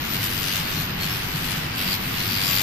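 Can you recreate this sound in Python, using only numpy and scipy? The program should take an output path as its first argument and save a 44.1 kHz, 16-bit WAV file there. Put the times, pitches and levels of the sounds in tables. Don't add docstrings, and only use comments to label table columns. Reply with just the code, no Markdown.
import sys
import numpy as np
from scipy import signal
from scipy.fft import rfft, irfft, next_fast_len
from scipy.io import wavfile
from scipy.ndimage import uniform_filter1d

SR = 44100
rng = np.random.default_rng(int(sys.argv[2]) if len(sys.argv) > 2 else 0)


def materialize(psi):
    bounded = np.clip(np.atleast_2d(psi).T, -1, 1)
    quanta = np.round(bounded * 32767).astype(np.int16)
    wavfile.write(sys.argv[1], SR, quanta)


def linear_from_db(decibels):
    return 10 ** (np.asarray(decibels, float) / 20)


N = 115542
TIME = np.arange(N) / SR
PULSE_HZ, SWEEP_HZ = 13994.5, 94.72
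SIDES = np.array([[1], [-1]])


def rms_one(x):
    return x / np.sqrt(np.mean(x ** 2, axis=-1, keepdims=True) + 1e-20)


def in_time(rows):
    s, *columns = np.transpose(rows)
    return [np.interp(TIME, s, column) for column in columns]


def at_hz(points, hz):
    table_hz, values = np.transpose(points)
    return np.interp(np.log(hz + 1), np.log(table_hz), values)


def shaped(x, gain):
    size = next_fast_len(N)
    hz = np.arange(size // 2 + 1) * SR / size
    return irfft(rfft(x, size) * gain(hz), size)[..., :N]


def drift(rate_hz):
    r = np.exp(-2 * np.pi * rate_hz * 40 / SR)
    noise = rng.standard_normal(N // 40 + 2002)
    slow = signal.lfilter([1], [1, -2 * r, r * r], noise)[2000:]
    return np.interp(np.arange(N) / 40, np.arange(len(slow)), rms_one(slow))


def resonator(hz, width_hz):
    r = np.exp(-np.pi * width_hz / SR)
    zeros = np.array([1, 0, -1]) * (1 - r * r) / 2
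    poles = [1, -2 * r * np.cos(2 * np.pi * hz / SR), r * r]
    return zeros, poles


def resonance(x, hz, width_hz):
    return signal.lfilter(*resonator(hz, width_hz), x)


def gliding_resonance(x, hz, width_hz, size=512):
    out, state = np.zeros_like(x), np.zeros((len(x), 2))
    for i in range(0, N, size):
        zeros, poles = resonator(hz[i], width_hz)
        out[:, i:i + size], state = signal.lfilter(zeros, poles, x[:, i:i + size], zi=state)
    return out


def hum(noise, hz, width_hz):
    x = resonance(resonance(noise, hz, width_hz), hz, width_hz)
    power = uniform_filter1d(rms_one(x) ** 2, int(.03 * SR))
    return x / np.sqrt(power + .15) / np.std(x)


def fan_air():
    # (frequency [Hz], relative density [dB per Hz])
    spectrum = [(12, -60), (20, -10.5), (70, -14), (108, -6.5), (140, -8.5), (176, -10), (264, -13),
                (293, -16), (324, -16), (378, -18.5), (569, -23), (664, -20), (1540, -19), (1750, -19),
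                (3000, -20.5), (9000, -48.5), (11700, -79), (19800, -120)]
    # (frequency [Hz], likeness [1])
    likeness = [(60, 0.93), (130, 1), (290, 0.8), (640, -0.43), (1400, 0.34), (3070, -0.17), (6730, -1.05),
                (14800, -0.95)]
    # (frequency [Hz], left-right difference [dB])
    balance = [(300, -0.5), (700, 2), (2000, -2.5), (3500, 3), (5000, 22), (7000, 7)]
    level_db = -29
    alike = lambda hz: np.clip(at_hz(likeness, hz), -1, 1)
    mid, side = rng.standard_normal((2, N))
    mid = shaped(mid, lambda hz: linear_from_db(at_hz(spectrum, hz)) * np.sqrt(1 + alike(hz)))
    side = shaped(side, lambda hz: linear_from_db(at_hz(spectrum, hz)) * np.sqrt(1 - alike(hz)))
    air = rms_one(np.array([mid + side, mid - side]))
    return linear_from_db(level_db) * shaped(air, lambda hz: linear_from_db(SIDES / 2 * at_hz(balance, hz)))


def fan_hums():
    # (centre [Hz], width [Hz], relative level [dB])
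    lower = (111.5, 11, -42)
    # (centre [Hz], width [Hz], level above its swell [dB])
    upper = (158.2, 48.4, -1.7)
    # (time [s], relative level [dB])
    swell = [(0.0, -35.5), (0.72, -40), (0.81, -24.5), (0.83, -40.5), (1.01, -30.5), (1.31, -44),
             (1.33, -29.5), (1.55, -41), (1.58, -31), (1.82, -53), (1.86, -31.5), (2.04, -37),
             (2.08, -27.5), (2.11, -45), (2.22, -31.5), (2.26, -46), (2.31, -33.5), (2.35, -42),
             (2.38, -41), (2.62, -36)]
    surge_db = .8
    noise = rng.standard_normal(N)
    changes_db = surge_db * drift(3.9), in_time(swell)[0]
    return sum(linear_from_db(db + change_db) * hum(noise, hz, width_hz)
               for (hz, width_hz, db), change_db in zip((lower, upper), changes_db))


def fan():
    return fan_air() + fan_hums()


def sweep_tones():
    # (multiple of the sweep rate [1], relative level [dB])
    overtones = [(8.0, -9), (9.0, 0)]
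    # (time [s], relative level [dB])
    common = [(0, -62), (1.0, -60), (1.07, -54), (1.15, -62), (2.05, -54), (2.15, -49), (2.3, -59),
              (2.45, -50), (2.62, -46)]
    level_db, = in_time(common)
    out = np.zeros((2, N))
    for multiple, db in overtones:
        turns = multiple * SWEEP_HZ * TIME + rng.random((2, 1))
        out += linear_from_db(level_db + db) * np.sqrt(2) * np.sin(2 * np.pi * turns)
    return out


def whistle():
    # (time [s], relative level [dB])
    course = [(0.0, -38.5), (0.15, -36.5), (0.58, -41), (0.6, -49), (0.81, -37), (0.87, -42), (1.6, -46.5),
              (1.72, -49), (1.8, -38.5), (2.36, -41), (2.56, -35), (2.62, -47)]
    flicker_db, wander_rad = 2.5, 2.5
    level_db, = in_time(course)
    out = []
    for side_db in (0, -15.5):
        strength = linear_from_db(level_db + 8 + side_db + flicker_db * drift(25))
        out.append(strength * np.cos(2 * np.pi * PULSE_HZ * TIME + wander_rad * drift(2.6)))
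    return np.array(out)


def sparks():
    # (time of peak [s], relative level [dB], left-right difference [dB])
    bursts = [(.2313, -22, 8), (.2416, -9, 16), (.2523, -11, 15), (.2629, -16, 7), (.5268, -10, 12),
              (.5373, -18, 13), (1.5085, -13, 15), (1.7588, -21, 13), (1.7836, -22, 3), (1.7938, -20, 4),
              (1.8254, -16, 2), (1.8993, -21, 6), (1.9112, -9, -2), (2.522, -15, 12), (2.5748, -24, 4),
              (2.5854, -5, -3)]
    # (frequency [Hz], relative level [dB])
    spectrum = [(2000, -2), (5000, -5), (8000, -6.5), (12000, -13), (14300, 6), (14600, -22), (16000, -40)]
    decay_s, gain_db, low_hz = .00093, -11, 2600
    envelope = np.zeros((2, N))
    for s, db, pan_db in bursts:
        age = (TIME - s) / decay_s
        rise_and_decay = np.exp(-np.abs(age) * np.where(age > 0, 1, 2))
        envelope += linear_from_db(db + gain_db + pan_db / 2 * SIDES) * rise_and_decay
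    colour = lambda hz: linear_from_db(at_hz(spectrum, hz)) / (1 + (low_hz / (hz + 1)) ** 4)
    return shaped(envelope * rng.standard_normal((2, N)), colour)


def surface():
    # (frequency [Hz], share [1])
    repeats = [(300, 0.49), (2500, 0.46), (4500, 0.15), (7000, 0.022)]
    memory = .94
    throb_db, throb_s = 2.0, .0089
    share = lambda hz: at_hz(repeats, hz)
    below = lambda hz: hz < PULSE_HZ / 2
    comb = lambda hz: np.sqrt(1 - memory ** 2) / (1 - memory * np.exp(-2j * np.pi * hz / SWEEP_HZ))
    old = shaped(rng.standard_normal((2, N)), lambda hz: below(hz) * np.sqrt(share(hz)) * comb(hz))
    new = shaped(rng.standard_normal((2, N)), lambda hz: below(hz) * np.sqrt(1 - share(hz)))
    throb = linear_from_db(throb_db * np.cos(2 * np.pi * SWEEP_HZ * (TIME - throb_s)))
    return rms_one((old + new) * throb)


def flashes():
    # (microphone [0 left, 1 right], first place in the sweep [ms], last place [ms])
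    edges = [(0, 9.78, 9.45), (0, 7.7, 6.8), (1, 9.95, 9.65), (1, 7.7, 7.15), (1, 9.3, 8.35)]
    # (resonance [Hz], relative crack level [dB], relative sizzle level [dB])
    sounds = [(4260, 10, 3.5), (2840, 3.5, -1), (3100, 8.5, -16), (2530, -3, 1), (2500, 4, 18.5)]
    # (time [s], relative level [dB])
    course = [(0, 2.5), (.2, -1.5), (.35, 0.5), (.55, 1), (.7, -6.5), (.9, -3.5), (1.1, -1.5), (1.3, -2),
              (1.45, 1.5), (1.65, -10), (1.8, 1), (1.93, -1), (2.1, -4), (2.3, 1), (2.55, -1.5),
              (2.62, 2.5)]
    burst_s, crack_s, crack_q = .00005, .00009, 1.57
    spread_db, slow_db = 1.7, 1.0
    crack, burst = np.zeros((2, 2, N))
    flash_db, = in_time(course)
    for (mic, first_ms, last_ms), (hz, crack_db, sizzle_db) in zip(edges, sounds):
        place_s = (first_ms + (last_ms - first_ms) * TIME / TIME[-1]) / 1000
        turns = (TIME - place_s) * SWEEP_HZ
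        nearest = np.round(turns)
        age_s = (turns - nearest) / SWEEP_HZ
        each_sweep = linear_from_db(spread_db * rng.standard_normal(300))[nearest.astype(int) + 2]
        strength = each_sweep * linear_from_db(flash_db + slow_db * drift(3))
        spike = strength * np.exp(-.5 * (age_s / burst_s) ** 2)
        sharp = np.diff(strength * np.exp(-2 * (age_s / crack_s) ** 2), prepend=0)
        crack[mic] += linear_from_db(crack_db + 19.5) * resonance(sharp, hz, hz / crack_q)
        burst[mic] += linear_from_db(sizzle_db) * spike
    return crack, burst


def tube_ring(strength, crack):
    # (time [s], centre [Hz])
    centre = [(0.01, 4800), (.6, 4700), (1.05, 4320), (1.5, 4550), (1.85, 4660), (2.25, 4620), (2.42, 4770),
              (2.6, 4800)]
    excitation = .6 * strength + 3 * crack
    return gliding_resonance(excitation, *in_time(centre), width_hz=186)


def laser():
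    # (time [s], relative sizzle level [dB], crackle above sizzle [dB],
    # left-right difference [dB], relative level of the tube's ring against the sizzle [dB])
    bite = [(0.0, -50, 4.5, 3, -10), (0.15, -38, -1, 3.5, -20), (0.2, -43, 1.5, 0.5, -19),
            (0.24, -34.5, -1.5, 3, 8), (0.29, -40.5, 1, -0.5, 5), (0.31, -38.5, -0.5, 2.5, -17),
            (0.35, -41, 1.5, 6, -12), (0.57, -36, 0.5, 3, -8), (0.63, -41, 1.5, 2.5, -27),
            (0.81, -39.5, 0, 2, -24), (0.89, -47, 1.5, -1, -15), (0.96, -51, 1, -2, 1),
            (1.02, -38.5, 1, 1.5, 16), (1.33, -43, 0, 2, -31), (1.52, -39, 0.5, 4.5, -25),
            (1.62, -44, 2.5, 0.5, -12), (1.69, -48, 2, 2, -2), (1.74, -46.5, 1.5, 0, -5),
            (1.78, -38, 0.5, 1.5, -3), (1.95, -38, 1.5, 0.5, 14), (1.98, -45, -0.5, -2.5, -28),
            (2.2, -39.5, 2.5, 2.5, -5), (2.22, -39.5, 1.5, 2, 12.5), (2.56, -33.5, 0, 2.5, 12),
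            (2.62, -36, 1.5, 6.5, 8)]
    # (frequency [Hz], relative density [dB per Hz])
    left = [(500, -2), (1200, -4.5), (2500, 8), (4800, 3.5), (6000, 2), (7800, -3), (9500, -2.5),
            (12000, 1.5), (13500, 5.5), (13900, 8), (14200, 5), (14400, -26)]
    # (frequency [Hz], relative density [dB per Hz])
    right = [(500, -7.5), (1200, 3), (2500, 10), (4200, 7), (5200, -1), (6200, -32), (7200, -3),
             (8600, -24), (10500, -11), (13000, -3.5), (14200, 1), (14400, -27)]
    ring_sides_db = np.array([[-9.5], [-21.5]])
    wander_rad, flicker_db = .9, .6
    sizzle_db, crackle_db, pan_db, ring_db = in_time(bite)
    pulses = 2 * np.cos(2 * np.pi * PULSE_HZ * TIME + wander_rad * drift(12))
    strength = surface()
    crack, burst = flashes()
    colour = lambda hz: linear_from_db(np.array([at_hz(left, hz), at_hz(right, hz)]))
    crackle = linear_from_db(crackle_db) * (shaped(strength, colour) + crack)
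    ring = linear_from_db(ring_db + ring_sides_db) * tube_ring(strength, crack)
    sizzle = shaped((strength + 1.24 * burst) * pulses, colour)
    level = linear_from_db(sizzle_db + 4 + flicker_db * drift(20) + pan_db / 2 * SIDES)
    return level * (crackle + ring + sizzle)


def patchy(x):
    edges_hz = 4000 * 2 ** np.arange(0, 1.85, 1 / 8)
    out = x.copy()
    for low, high in zip(edges_hz, edges_hz[1:]):
        band = shaped(x, lambda hz: (hz >= low) & (hz < high))
        out += (linear_from_db(2.4 * drift(12)) - 1) * band
    return out


def scene():
    return fan() + sweep_tones() + whistle() + sparks() + patchy(laser())


def roll_off(x):
    return signal.sosfilt(signal.butter(12, 15390, fs=SR, output="sos"), x)


def record(dry):
    low_pass = signal.cheby2(20, 60, 14750, fs=SR, output="sos")
    mix = signal.sosfilt(low_pass, dry) - .0023
    return roll_off(mix)


dry = scene()
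out = record(dry)
materialize(out)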